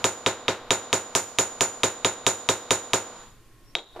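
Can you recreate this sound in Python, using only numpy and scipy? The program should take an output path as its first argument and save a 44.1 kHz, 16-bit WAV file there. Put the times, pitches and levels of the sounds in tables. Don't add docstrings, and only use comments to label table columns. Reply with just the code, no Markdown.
import sys
import numpy as np
from scipy import signal
from scipy.fft import rfft, irfft
from scipy.io import wavfile
from scipy.ndimage import uniform_filter1d, minimum_filter1d

SR = 44100
rng = np.random.default_rng(int(sys.argv[2]) if len(sys.argv) > 2 else 0)


def wrap_up_sound(samples):
    columns = np.atleast_2d(samples).T
    tamed = np.clip(columns, -1, 1)
    steps = np.round(tamed * 32767).astype(np.int16)
    wavfile.write(sys.argv[1], SR, steps)


N = 176400
RESPONSE_N, LEAD_N = 36000, 11025
TIME_S, AGE_S = np.arange(N) / SR, np.arange(RESPONSE_N) / SR
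SCENE_HZ, RESPONSE_HZ = np.fft.rfftfreq(N, 1 / SR), np.fft.rfftfreq(RESPONSE_N, 1 / SR)


# start in seconds, strength in dB, then treble, head, block, bench offsets in dB.
BLOWS = [(-.18, -1, 0, -1, 0, -2), (0.0425, 4.5, 3.5, 2, 0, 1.5), (0.2625, 1.5, -3.5, 5.5, 0.5, 1.5),
         (0.4819, -4, -7.5, 5.5, -5, 1), (.7066, 9.5, 1, 5.5, 1, -0.5), (0.9291, 3, 3, 2.5, 0.5, 1),
         (1.1513, 2.5, 10.5, -1, -3.5, 0.5), (1.3865, 5, 5, 2.5, 1.5, -1), (1.6084, 3.5, 5.5, -2.5, 1, -1),
         (1.8339, 1, 2.5, 5.5, 1.5, 2), (2.0473, 0, 0, 6, 3, 1), (2.2657, 7, 6, 6, 0.5, 1.5),
         (2.489, 6, 5, 6.5, -2, 3), (2.7075, 5.5, 4.5, 5, 1, 2.5), (2.934, 5, 3.5, 2.5, -0.5, 1.5)]
SET_DOWN = [(3.7524, -6, -7.5, 3, -17.5, -23), (3.7850, -30, -8, 11, -13, -20),
            (3.791, -32.5, -13, 13, -15, -20)]

def hammer():
    contacts = np.array(BLOWS + SET_DOWN, float)
    head_db, block_db, bench_db = contacts.T[3:]
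    room_db = np.array([0] * len(BLOWS) + [-17] * len(SET_DOWN))
    echoes = room(contacts, room_db)
    head = steel(HEAD_MODES, contacts, head_db, direct_db=-24, scatter_db=-31.5, late_db=-15)
    block = steel(BLOCK_MODES, contacts, block_db, direct_db=-24.5, scatter_db=-18.5, late_db=-21.5)
    cracks = through(force(contacts), crack())
    thumps = through(force(contacts, bench_db), bench())
    return cracks + head + block + thumps + echoes


def force(contacts, offset_db=0, treble_hz=5500):
    start_s, strength_db, treble_db = contacts.T[:3]
    lows = impulses(start_s, undb(strength_db + offset_db))
    highs = impulses(start_s, undb(strength_db + offset_db + treble_db))
    crossover = signal.butter(3, treble_hz, fs=SR)
    return highs + signal.filtfilt(*crossover, lows - highs + 1e-18)


# frequency in Hz, relative level in dB.
CRACK_SPECTRUM = [(100, -20), (700, -8), (1800, -7.5), (2250, 2), (3200, 1), (5000, -10.5), (8000, -17),
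                  (11000, -25), (15000, -35)]

def crack():
    cepstrum = irfft(np.log(undb(read(CRACK_SPECTRUM, RESPONSE_HZ))))
    cepstrum[1:RESPONSE_N // 2] *= 2
    cepstrum[RESPONSE_N // 2:] = 0
    pulse = irfft(np.exp(rfft(cepstrum)))
    return at_level(pulse, -16.5)


# frequency in Hz, relative level in dB, T60 in seconds.
HEAD_MODES = [(3293, -10, 0.029), (3530, -9, 0.019), (3737, -1.5, 0.031), (3862, -6.5, .025),
              (3972, -10.5, 0.019), (4010, -10, .025)]
BLOCK_MODES = [(6540, -17.5, 0.069), (6860, -2.5, 0.067), (6980, -10.5, .3), (6960, 3.5, 0.039),
               (7250, -10.5, .06), (9350, -6.5, 0.033), (9905, -20.5, 0.086)]

def steel(table, contacts, offset_db, direct_db, scatter_db, late_db, wander=0.4):
    start_s, strength_db = contacts.T[:2]
    steady = at_level(modes(table), direct_db) + at_level(scatter(table, late_db), scatter_db)
    shift = wander * undb(strength_db + offset_db) * rng.standard_normal(len(contacts))
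    shifting = at_level(scatter(table, late_db), scatter_db)
    return through(force(contacts, offset_db), steady) + through(impulses(start_s, shift), shifting)


# frequency in Hz, relative level in dB.
BENDING_SPECTRUM = [(30, -25), (55, -19.5), (100, -19), (200, -2.5), (380, 8.5), (650, -4), (1000, 14),
                    (1500, -6.5), (2500, -33), (6000, -50)]
# frequency in Hz, relative level in dB, T60 in seconds.
BENCH_MODES = [(104.8, -2, 0.17), (199.3, -6, .14), (325, -7.5, 0.33), (373.1, 0.5, 0.2), (421.4, -8, 0.23),
               (488, -12.5, 0.5), (528.6, -4, 0.27), (635, 5, 0.095), (789, -34, 0.26), (919, -14.5, 0.36),
               (978, -19, 0.22), (1050, -4.5, 0.22), (1258, -3, .17), (1592, -3.5, 0.16)]

def bench(lag_at_1khz_s=0.004148, lowest_hz=89):
    phase_turns = 2 * lag_at_1khz_s * np.sqrt(1000 * RESPONSE_HZ)
    spectrum = undb(read(BENDING_SPECTRUM, RESPONSE_HZ)) * np.exp(-2j * np.pi * phase_turns)
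    wave = irfft(spectrum) * (AGE_S < 0.5)
    ringing = modes(BENCH_MODES) * (1 - np.exp(-AGE_S / lag_at_1khz_s))
    low_cut = signal.butter(3, lowest_hz, "high", fs=SR, output="sos")
    return signal.sosfilt(low_cut, at_level(wave, -19) + at_level(ringing, -19.5))


# start in seconds, level in dB.
KNOCKS = [(3.755, -34), (3.792, -42), (3.950, -57), (3.961, -44.5), (3.966, -56), (3.992, -44)]
# frequency in Hz, relative level in dB.
KNOCK_SPECTRUM = [(100, -25), (260, -20), (360, 15), (480, 0), (680, 6.5), (1500, -12), (3500, -21),
                  (7000, -33), (14000, -41)]

def handle(t60_s=0.17):
    start_s, level_db = np.array(KNOCKS).T
    knock = decaying_bands([(hz, db, t60_s) for hz, db in KNOCK_SPECTRUM], rise_s=0.00054)
    return through(impulses(start_s, undb(level_db)), at_level(knock, 0))


def ring_slide(peak_s=3.695, sigma_s=0.024, pitch_hz=5470, half_width_hz=110):
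    noise = rfft(rng.standard_normal((2, N)))
    rub = irfft(noise / (1 + ((SCENE_HZ - pitch_hz) / half_width_hz) ** 2))
    swell = np.exp(-((TIME_S - peak_s) / sigma_s) ** 2 / 2)
    return rub / rub.std() * undb(-62) * swell


def scatter(table, late_db):
    decay = fade(t60_s=0.15, rise_s=0.0053) + undb(late_db) * fade(t60_s=0.52, rise_s=0.039)
    out = 0
    for mode in table:
        tone = modes([mode])
        mid, side = through(tone, rng.standard_normal((2, RESPONSE_N)) * decay)
        side = side - mid * (mid @ side) / (mid @ mid)
        out = out + np.std(tone) * stereo(at_level(mid, 0), at_level(side, 0), hz=mode[0])
    return out


# frequency in Hz, relative spectral density in dB, T60 in seconds.
NEAR_ECHOES = [(40, -32, .15), (73.5, -8, 0.13), (118.5, -6, 0.34), (154, -5, 0.14), (390, 3.5, 0.17),
               (1100, -0.5, 0.21), (2000, -5, 0.27), (3500, -9.5, 0.25), (5460, -10, 0.16),
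               (7080, -7.5, 0.26), (9060, -20, .19), (11800, -29, 0.33), (14800, -23, 0.23)]
LATE_ECHOES = [(40, -11, 0.46), (150, -9.5, .7), (440, 4.5, 0.35), (1200, 1, 0.5), (2200, -16, 0.58),
               (3700, -13.5, 0.57), (7000, -18, 0.43), (10000, -34, 0.18), (14000, -42.5, 0.14)]

def room(contacts, offset_db, near_db=-14.5, late_db=-25.5, near_rise_s=0.0013, wander=0.38):
    start_s, strength_db = contacts.T[:2]
    near = at_level(decaying_bands(NEAR_ECHOES, near_rise_s), near_db)
    late = at_level(decaying_bands(LATE_ECHOES, rise_s=0.039), late_db)
    shift = wander * undb(strength_db + offset_db) * rng.standard_normal(len(contacts))
    shifting = at_level(decaying_bands(NEAR_ECHOES, near_rise_s), near_db)
    return through(force(contacts, offset_db), near + late) + through(impulses(start_s, shift), shifting)


# frequency in Hz, relative level in dB.
AIR_SPECTRUM = [(15, -10.5), (25, -8.5), (80, -25.5), (113, -15), (164, -31), (318, -25.5), (761, -39),
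                (1070, -39), (1290, -37.5), (5840, -45), (14000, -46.5)]
# frequency in Hz, RMS level in dB.
HUM_TONES = [(107.7, -69), (1034, -75), (1087, -72), (1857, -79)]

def room_tone():
    mid, side = rfft(rng.standard_normal((2, N)))
    air = irfft(stereo(mid, side, SCENE_HZ) * undb(read(AIR_SPECTRUM, SCENE_HZ)))
    hum = sum(np.sqrt(2) * undb(db) * np.sin(2 * np.pi * hz * TIME_S) for hz, db in HUM_TONES)
    return air / air.std() * undb(-52.5) + hum


# frequency in Hz, ratio of side to mid.
STEREO_WIDTH = [(100, 0.24), (500, 0.081), (2000, 0.23), (4000, 0.59), (7000, 0.77), (14000, 0.98)]

def stereo(mid, side, hz):
    width = read(STEREO_WIDTH, hz)
    return (mid + width * side * np.array([[1], [-1]])) / np.sqrt(1 + width ** 2)


def decaying_bands(table, rise_s):
    noise = rfft(rng.standard_normal((2, RESPONSE_N)))
    third_octaves = 3 * np.log2(np.maximum(RESPONSE_HZ, 1))
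    out = 0
    for band in range(16, 43):
        hz = 2 ** (band / 3)
        db, t60_s = read(table, hz), read(table, hz, column=2)
        triangle = np.maximum(1 - abs(third_octaves - band), 0)
        mid, side = irfft(noise * triangle) * fade(t60_s, rise_s)
        out = out + np.sqrt(hz) * stereo(at_level(mid, db), at_level(side, db), hz)
    return out


def modes(table):
    return sum((-1) ** k * undb(db - 60 * AGE_S / t60_s) * np.sin(2 * np.pi * hz * AGE_S)
               for k, (hz, db, t60_s) in enumerate(table))


def fade(t60_s, rise_s):
    return (1 - np.exp(-AGE_S / rise_s)) * np.exp(-np.log(1000) * AGE_S / t60_s)


def impulses(start_s, gains):
    return np.bincount(np.round(start_s * SR).astype(int) + LEAD_N, gains, N + LEAD_N)[:N + LEAD_N]


def through(x, response):
    wet = signal.oaconvolve(np.atleast_2d(x), np.atleast_2d(response), axes=-1)
    return wet[:, :len(x)] * np.ones((2, 1))


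def read(table, hz, column=1):
    rows = np.array(table, float)
    return np.interp(np.log(np.maximum(hz, 1)), np.log(rows[:, 0]), rows[:, column])


def at_level(x, db):
    return x * undb(db) / np.sqrt(np.mean(np.sum(x ** 2, axis=-1)) * 10 / SR)


def undb(db):
    return 10 ** (np.asarray(db) / 20)


def scene(balance_db=-0.3):
    impacts = (hammer() + handle())[:, LEAD_N:]
    balance = undb(np.array([[balance_db], [-balance_db]]) / 2)
    return (impacts + ring_slide() + room_tone()) * balance


def record(dry):
    threshold_db, ratio, hold_s, release_db_per_s, top_hz = -5.5, 5.73, 0.085, 92, 14150
    peak_db = 20 * np.log10(abs(dry).max(axis=0) + 1e-9)
    cut_db = np.maximum(peak_db - threshold_db, 0) * (1 - 1 / ratio)
    half_hold_n = int(hold_s * SR / 2)
    held_db = -minimum_filter1d(-cut_db, 2 * half_hold_n + 1, origin=half_hold_n, mode="constant")
    ramp_db = release_db_per_s * TIME_S
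    duck_db = np.maximum.accumulate(held_db + ramp_db) - ramp_db
    gain_db = uniform_filter1d(minimum_filter1d(-duck_db, size=89), size=89)
    high_cut = signal.ellip(8, 0.2, 70, top_hz, fs=SR, output="sos")
    return signal.sosfilt(high_cut, dry * undb(gain_db))


dry = scene()
out = record(dry)
wrap_up_sound(out)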